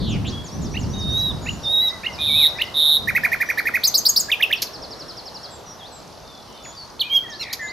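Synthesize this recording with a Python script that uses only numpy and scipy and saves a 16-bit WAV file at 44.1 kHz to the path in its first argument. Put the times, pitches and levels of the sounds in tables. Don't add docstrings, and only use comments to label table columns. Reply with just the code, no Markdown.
import sys
import numpy as np
from scipy import signal
from scipy.fft import rfft, irfft, next_fast_len
from scipy.io import wavfile
from scipy.ndimage import uniform_filter1d, map_coordinates

SR = 44100
rng = np.random.default_rng(int(sys.argv[2]) if len(sys.argv) > 2 else 0)


def int16_out(signal):
    q = np.round(np.clip(np.atleast_2d(signal).T, -1, 1) * 32767)
    wavfile.write(sys.argv[1], SR, q.astype(np.int16))


N = 340452
TOP_HZ = 15700


def amp(db):
    return 10 ** (np.asarray(db) / 20)


def unit(x):
    return x / np.sqrt(np.mean(x ** 2) + 1e-20)


def along(points, hz):
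    f, v = np.transpose(points)
    return np.interp(np.log(np.abs(hz) + 1), np.log(f + 1), v)


def curves(rows):
    s, *columns = np.transpose(rows)
    t = np.arange(s[0], max(s[-1], s[0] + .005), 1 / SR)
    return [uniform_filter1d(np.interp(t, s, c), size=80, mode="nearest") for c in columns]


def wobble(n, rate_hz):
    knots = rng.standard_normal(int(n * rate_hz / SR) + 4)
    return map_coordinates(knots, [np.arange(n) * rate_hz / SR])


def filtered(x, response):
    n = x.shape[-1]
    m = next_fast_len(n + 8192)
    return irfft(rfft(x, m) * response(np.fft.rfftfreq(m, 1 / SR)), m)[..., :n]


def add(track, start_s, sound):
    start = max(round(start_s * SR), 0)
    track[start:start + len(sound)] += sound[:max(len(track) - start, 0)]


def soft_ends(n):
    return signal.windows.tukey(n, min(120 / n, 1))


# hz, correlation
LIKENESS = [(60, .72), (250, .55), (1000, .72)]


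def rush(spectrum, patchy_db):
    z = signal.stft(rng.standard_normal((2, N)), nperseg=512)[2]
    field = uniform_filter1d(rng.standard_normal(z.shape[1:]), size=5, axis=0)
    field = uniform_filter1d(field, size=16, axis=1)
    pair = signal.istft(z * amp(patchy_db * unit(field)), nperseg=512)[1][:, :N]

    def mid_side_response(hz):
        angle = np.arccos(np.clip(along(LIKENESS, hz), -1, 1)) / 2
        return amp(along(spectrum, hz)) * [np.cos(angle), np.sin(angle)]

    mid, side = filtered(pair, mid_side_response)
    return unit(np.array([mid + side, mid - side]))


GUST_RISE_DB_PER_S, GUST_SAG_DB_PER_S = 140, 7.5
GUST_FALL_DB_PER_S = 76


def gust(t, length_s, level_db):
    rise_db = GUST_RISE_DB_PER_S * np.minimum(t, 0)
    sag_db = GUST_SAG_DB_PER_S * np.maximum(t, 0)
    fall_db = GUST_FALL_DB_PER_S * np.maximum(t - length_s, 0)
    return amp(level_db + rise_db - sag_db - fall_db)


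# arrival_s, length_s, level_db
GUSTS = [(0, .3, -23.5), (0.588, .95, -24), (1.693, 2.3, -44), (2.228, 0.15, -35.5), (3.058, 0.14, -35.5)]
# hz, relative_db_per_hz
RUMBLE = [(20, -18.5), (70, 0.5), (130, -1), (220, -3.5), (420, -16), (1000, -40), (2000, -87)]
CALM_DB = -51.5


def wind():
    t = np.arange(N) / SR
    power = amp(CALM_DB) ** 2 + sum(gust(t - s, length_s, db) ** 2 for s, length_s, db in GUSTS)
    return np.sqrt(power) * amp(1.2 * wobble(N, 16)) * rush(RUMBLE, patchy_db=1.0)


# time_s, level_db
HUSH_LEVEL = [(0, -40.5), (1.8, -37.5), (4.1, -38.5), (6.2, -42)]
# hz, relative_db_per_hz
HUSH = [(15, -24), (40, -3.5), (300, -1.5), (650, 1.5), (1080, -2.5), (2400, -17), (4500, -11.5),
        (5900, -14), (7500, -25.5), (13200, -26.5), (14500, -65)]


def hush():
    level_db = np.interp(np.arange(N) / SR, *np.transpose(HUSH_LEVEL))
    return amp(level_db) * rush(HUSH, patchy_db=1.46)


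def glide(pitches_hz, n):
    steps = np.linspace(-1, 1, len(pitches_hz))
    polynomial = np.polyfit(steps, pitches_hz, len(pitches_hz) - 1)
    return np.polyval(polynomial, np.linspace(-1, 1, n))


FAR_FADE_DB = 6.5


def arch(length_s, pitches_hz, level_db):
    u = np.linspace(-1, 1, int(length_s * SR))
    hz = glide(pitches_hz, len(u)) * (1 + .011 * wobble(len(u), 70))
    return hz, level_db - FAR_FADE_DB * u ** 4


def far_note(length_s, pitches_hz, level_db):
    hz, db = arch(length_s, pitches_hz, level_db)
    tone = np.sin(2 * np.pi * np.cumsum(hz) / SR)
    return np.sqrt(2) * amp(db) * soft_ends(len(hz)) * tone


TWITTER_COUNT, TWITTER_HZ, TWITTER_S = 50, 4200, .07
TWITTER_DB = -54


def twitter():
    chorus = np.zeros(N)
    for when, size, height, *bend in rng.uniform(-1, 1, (TWITTER_COUNT, 6)):
        pitches_hz = TWITTER_HZ * np.exp(.4 * height + .08 * np.array(bend))
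        note = far_note(TWITTER_S * np.exp(size / 2), pitches_hz, TWITTER_DB)
        add(chorus, (when + 1) / 2 * N / SR, note)
    return chorus


# first_start_s, last_start_s, count, length_s, first_hz, middle_hz, last_hz, level_db
FAR_CALLS = [ (.092, .792, 5, .063, 7500, 6000, 4200, -42), (.32, .32, 1, .1, 3400, 3350, 3330, -37),
             (.516, 1.092, 4, .053, 5450, 5900, 6200, -43), (.98, 1.175, 2, .055, 6700, 5500, 4100, -40),
             (1.42, 1.42, 1, .14, 6800, 6850, 6900, -43), (1.63, 2.127, 3, .038, 5800, 5200, 4200, -39),
             (2.484, 2.65, 3, .034, 5800, 5100, 4200, -44), (2.628, 2.675, 3, .019, 1830, 2070, 1880, -38),
             (3.46, 5.66, 2, .08, 5900, 5750, 5900, -43), (4.558, 5.43, 11, .037, 5850, 4850, 3850, -36.5),
             (5.505, 5.92, 2, .07, 7700, 7600, 7300, -48), (5.79, 5.79, 1, .097, 4000, 3300, 5000, -43),
             (6.24, 6.54, 2, .19, 3650, 3520, 3420, -51), (6.635, 7.615, 2, .085, 6950, 6850, 6800, -42),
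             (6.648, 6.648, 1, .02, 2900, 2100, 1500, -42), (6.765, 6.765, 1, .075, 4700, 4540, 4350, -39),
             (7.135, 7.298, 2, .045, 6800, 5300, 4050, -40), (7.325, 7.67, 3, .045, 3600, 4200, 5100, -39)]


def far_calls():
    chorus = np.zeros(N)
    for first_s, last_s, count, length_s, *pitches_hz, db in FAR_CALLS:
        for start_s in np.linspace(first_s, last_s, count):
            add(chorus, start_s, far_note(length_s, pitches_hz, db))
    return chorus


# start_s, length_s, first_hz, middle_hz, last_hz, level_db
FLUTING = [(1.815, .05, 1950, 2050, 2020, -41), (1.9, .075, 1950, 2020, 1970, -40),
           (2.06, .06, 2150, 2120, 2050, -38), (2.18, .055, 2330, 2470, 2400, -35),
           (2.27, .09, 2550, 2300, 2380, -34), (2.345, .115, 2350, 2480, 1800, -33),
           (2.55, .06, 1950, 2020, 1970, -41), (7.025, .068, 2330, 2470, 2380, -36),
           (7.11, .032, 2330, 2300, 2050, -38), (7.235, .04, 1920, 1900, 1680, -42),
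           (7.28, .088, 1980, 1790, 1730, -41), (7.592, .078, 1790, 1760, 1690, -32),
           (7.595, .14, 1980, 2070, 2030, -34)]


def fluting():
    chorus = np.zeros(N)
    for start_s, length_s, *pitches_hz, db in FLUTING:
        add(chorus, start_s, far_note(length_s, pitches_hz, db))
    return chorus


def ticking(level_db=-47):
    chorus = np.zeros(N)
    for start_s in np.arange(6, 6.9, .025):
        pitches_hz = np.array([6500, 5000, 4000]) * rng.lognormal(0, 0.13)
        add(chorus, start_s, far_note(0.0068, pitches_hz, rng.normal(level_db, 2.3)))
    return chorus


# hz, level_below_note_db
OVERTONES = [(3500, -14), (6000, -13.5), (8000, -29), (10000, -19.5), (11600, -9), (13300, -7.5),
             (14800, -20)]


def syrinx(hz, db, overtone_db, rasp_rad, even_db=0, waver=0.0066, flutter_db=1.66):
    n = len(hz)
    phase = 2 * np.pi * np.cumsum(hz * (1 + waver * wobble(n, 249))) / SR
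    push = amp(overtone_db + .5 * (db - db.max()))
    overtones = np.zeros(n)
    for k in range(2, 8):
        gain = amp(along(OVERTONES, k * hz) + even_db * (k % 2 == 0)) * (k * hz < TOP_HZ)
        overtones += gain * np.sin(k * phase + rasp_rad * wobble(n, 2000))
    level = np.sqrt(2) * amp(db + flutter_db * wobble(n, 83.0)) * soft_ends(n)
    return level * (np.sin(phase) + push * overtones)


def buzz(hz, db, rate_hz, swing, dip_db, overtone_db, unevenness=0.04):
    n = len(hz)
    cycle = 2 * np.pi * np.cumsum(rate_hz * (1 + unevenness * wobble(n, 62.7))) / SR
    gap = ((1 + np.cos(cycle)) / 2) ** 3
    depth_db = dip_db * np.exp(0.35 * wobble(n, 35))
    pulsed_hz = hz * (1 + swing * np.sin(cycle))
    pulsed_db = db + 2 - depth_db * gap
    return syrinx(pulsed_hz, pulsed_db, overtone_db, rasp_rad=0.15, even_db=-8.5, waver=.011, flutter_db=.8)


# start_s, length_s, first_hz, middle_hz, last_hz, level_db, first_swings_per_s, last_swings_per_s
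FAR_WARBLES = [(0, .175, 4150, 3450, 2150, -36, 230, 170), (.245, .058, 2500, 3400, 4500, -34.5, 240, 170),
               (7.405, .15, 2550, 2120, 2100, -39, 75, 55)]


def far_warbles():
    chorus = np.zeros(N)
    for start_s, length_s, *pitches_hz, level_db, first_rate, last_rate in FAR_WARBLES:
        hz, db = arch(length_s, pitches_hz, level_db)
        rate_hz = np.linspace(first_rate, last_rate, len(hz))
        add(chorus, start_s, buzz(hz, db, rate_hz, swing=0.13, dip_db=4.5, overtone_db=-42))
    return chorus


# hz, t60_s
WOOD = [(4000, 0.42), (12000, 0.29)]


def trees(x):
    hz, t, z = signal.stft(rng.standard_normal((2, SR)), SR, nperseg=256)
    decay = amp(-60 * t / along(WOOD, hz)[:, None])
    tail = signal.istft(z * decay, SR, nperseg=256)[1]
    tail /= np.linalg.norm(tail[0])
    delayed = np.pad(x, (400, 0))[None]
    mid, side = signal.fftconvolve(delayed, tail, axes=1)[:, :N]
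    return mid + 0.75 * np.array([side, -side])


# delay_s, level_db
ECHOES = [(.0042, -20), (.014, -18), (0.019, -17)]
# hz, left_minus_right_db
PAN = [(3600, -3), (5000, 0.5)]


def branches(x):
    near = x.copy()
    for delay_s, db in ECHOES:
        add(near, delay_s, amp(db) * x)
    return filtered(near, lambda hz: amp(np.outer([.5, -.5], along(PAN, hz))))


# hz, relative_db_per_hz
SNAP_COLOUR = [(1500, -17), (2900, -10), (4500, 5), (6500, -2.5), (8500, -20), (12700, -2), (15500, -30)]


def snap(level_db, t60_s, hold_s=0.0097):
    t = np.arange(SR // 8) / SR
    noise = rng.standard_normal(len(t))
    burst = unit(filtered(noise, lambda hz: amp(along(SNAP_COLOUR, hz))))
    return burst * amp(level_db - 60 * np.maximum(t - hold_s, 0) / t60_s) * soft_ends(len(t))


# time_s, pitch_hz, level_db
MEW = [(7.395, 1347, -35.5), (7.412, 1422, -27), (7.429, 1304, -27.5), (7.443, 1060, -31)]
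# hz, level_db
NASAL = [(1400, -13), (2800, -4), (4100, 7.5), (5600, -2.5), (8000, -24)]


def mew():
    hz, db = curves(MEW)
    phase = 2 * np.pi * np.cumsum(hz * (1 + .006 * wobble(len(hz), 400))) / SR
    stack = sum(amp(along(NASAL, k * hz)) * np.sin(k * phase) for k in range(1, 12))
    return amp(db) * soft_ends(len(hz)) * unit(stack)


BUZZ_HZ, BUZZ_HZ_PER_DB, BUZZ_RATE_HZ = 3770, 11, 152
BUZZ_ATTACK_S, BUZZ_RELEASE_S, BUZZ_EDGE_DB = 0.031, 0.0094, 12
BUZZ_GAP_DB, BUZZ_GAP_PER_DB = 14, 1.1


def crescendo(length_s, final_db, growth_db):
    t = np.arange(int(length_s * SR)) / SR
    attack = np.maximum(1 - t / BUZZ_ATTACK_S, 0)
    release = np.maximum(1 - (length_s - t) / BUZZ_RELEASE_S, 0)
    effort_db = growth_db * (t / length_s - 1)
    hz = BUZZ_HZ + BUZZ_HZ_PER_DB * effort_db
    db = final_db + effort_db - BUZZ_EDGE_DB * (attack + release)
    dip_db = BUZZ_GAP_DB + BUZZ_GAP_PER_DB * (final_db - db)
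    return buzz(hz, db, BUZZ_RATE_HZ, swing=.036, dip_db=dip_db, overtone_db=-5)


SYLLABLES = { "flick": (-24.5, .5, [(0, .02, -12, 0.016, 6, [2100, 2520, 2750]),
             (.003, .027, -13.5, 0.036, 8.5, [1740, 1860, 2250]),
             (.012, .021, -18, .012, 11, [3500, 3850, 4750]),
             (.027, 0.015, -1, 0.0094, 11.5, [2160, 2700, 2850, 3330])]),
             "chug": (-11.5, .7, [ (0, .019, -3, 0.016, 6, [1970, 1859, 2048, 2310]),
             (.014, .023, -2.5, 0.0076, 4.5, [2210, 2440, 1770, 1290])]),
             "chip": (0, 1.0, [(0, .016, -3.5, .006, 20, [2900, 4750, 5450]),
             (.007, .021, 0, .01, 18, [3500, 4480, 5120])]),
             "seer": (0, .6, [(0, .031, 0, .017, 22, [8600, 7550, 6550, 6300, 5250])]),
             "tew": (-12.5, .8, [(0, 0.023, -8.5, 0.018, 18, [1720, 1890, 2840]),
             (.028, .028, 0.5, 0.011, 4, [4040, 2946, 2590, 2490])]),
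             "tsip": (-11, 0.32, [(0.00014, 0.039, -2.5, 0.023, 16, [2600, 4540, 3890, 3150, 3020])]), }
FADE_DB = 19.5
SWELL_POWER = 1.96
PITCH_SCATTER = .02


def syllable(name, level_db, pitch_ratio, stretch=1):
    overtone_db, rasp_rad, strokes = SYLLABLES[name]
    sound = np.zeros(SR // 8)
    for delay_s, length_s, db, swell_s, swell_db, pitches_hz in strokes:
        t = np.arange(int(length_s * stretch * SR)) / (SR * stretch)
        rising = np.maximum(1 - t / swell_s, 0)
        falling = np.maximum(t - swell_s, 0) / max(length_s - swell_s, 1 / SR)
        shape_db = -swell_db * rising ** SWELL_POWER - FADE_DB * falling ** SWELL_POWER
        scattered_hz = rng.normal(pitches_hz, PITCH_SCATTER * np.ptp(pitches_hz))
        hz = pitch_ratio * glide(scattered_hz, len(t))
        stroke = syrinx(hz, level_db + db + shape_db, overtone_db, rasp_rad, flutter_db=1.5)
        add(sound, delay_s * stretch, stroke)
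    return sound


FLICK_TIMES = [0.739, 1.458, 2.033, 2.585]
FLICK_DB, FLICK_GROWTH_DB, FLICK_PITCH_RATIO = -23, 3, 1.02
# time_s, pitch_hz, level_db
WHISTLES = [
    [(0.935, 3770, -36.5), (1.125, 3695, -25.5), (1.161, 3786, -21.5), (1.221, 3880, -22),
     (1.291, 3810, -23.5), (1.32, 3430, -34)],
    [(1.635, 3700, -36), (1.662, 3620, -23.5), (1.737, 3797, -19), (1.797, 3800, -18.5), (1.827, 3928, -18),
     (1.887, 3810, -19.5), (1.9, 3670, -33)],
    [(7.098, 3150, -29.5), (7.13, 3215, -18), (7.151, 3317, -16.5), (7.168, 3228, -10), (7.18, 3167, -15),
     (7.187, 3260, -25)],
]
# start_s, length_s, final_level_db, crescendo_db
BUZZES = [(2.186, 0.294, -13, 8.5), (2.741, 0.238, -13.5, 3.5)]
# start_s, syllable, level_db, pitch_ratio, length_ratio
NOTES = [(2.615, "chip", -23.5, .8, 0.44), (3.073, "chug", -15, 0.96, 1.12),
         (3.15, "chug", -13, 1.015, .98), (3.235, "chug", -14.5, 0.96, .95),
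         (3.317, "chug", -15, 0.98, 1.03), (3.402, "chug", -15.5, 0.96, 1),
         (3.488, "chug", -15, 0.97, 0.89), (3.574, "chug", -15, 0.95, 0.97),
         (3.576, "chip", -31, .93, 0.99), (3.654, "chug", -16, 0.97, 1.2),
         (3.738, "chug", -14.5, 1.015, 1.12), (3.834, "chip", -11.5, 1.034, 1.2),
         (3.866, "seer", -13.5, 0.96, 0.95), (3.939, "chip", -10, 1.056, 1.05),
         (3.969, "seer", -14.5, 0.98, 1.1), (4.051, "chip", -9, 1.055, 1.06),
         (4.08, "seer", -15.5, 1.02, 1.1), (4.16, "chip", -9.5, 1.07, 1.03),
         (4.19, "seer", -16, 1.04, 1.04), (4.284, "tew", -13.5, 0.98, 1.14),
         (4.397, "tew", -11, 0.98, 0.94), (4.503, "tew", -12, 0.98, 0.82), (6.993, "tsip", -13, 0.98, 0.99)]
# start_s, level_db, t60_s
SNAPS = [(4.619, -18.5, 0.048), (7.528, -22.5, 0.043)]


def nightingale():
    voice = np.zeros(N)
    for k, start_s in enumerate(FLICK_TIMES):
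        add(voice, start_s, syllable("flick", FLICK_DB + k * FLICK_GROWTH_DB, FLICK_PITCH_RATIO))
    for rows in WHISTLES:
        hz, db = curves(rows)
        whistle = syrinx(hz, db, overtone_db=-14.0, rasp_rad=.06, even_db=-2, flutter_db=0.36)
        add(voice, rows[0][0], whistle)
    for start_s, length_s, final_db, growth_db in BUZZES:
        add(voice, start_s, crescendo(length_s, final_db, growth_db))
    for start_s, name, db, pitch_ratio, stretch in NOTES:
        add(voice, start_s, syllable(name, db, pitch_ratio, stretch))
    add(voice, MEW[0][0], mew())
    for start_s, db, t60_s in SNAPS:
        add(voice, start_s, snap(db, t60_s))
    return voice


def scene():
    background = wind() + hush()
    far = far_calls() + fluting() + far_warbles() + ticking()
    wood = trees(amp(-9.0) * far + twitter())
    near = nightingale()
    singer = branches(near) + amp(-14.8) * trees(near)
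    return background + far + wood + singer


def record(dry):
    return filtered(dry, lambda hz: hz < TOP_HZ)


dry = scene()
out = record(dry)
int16_out(out)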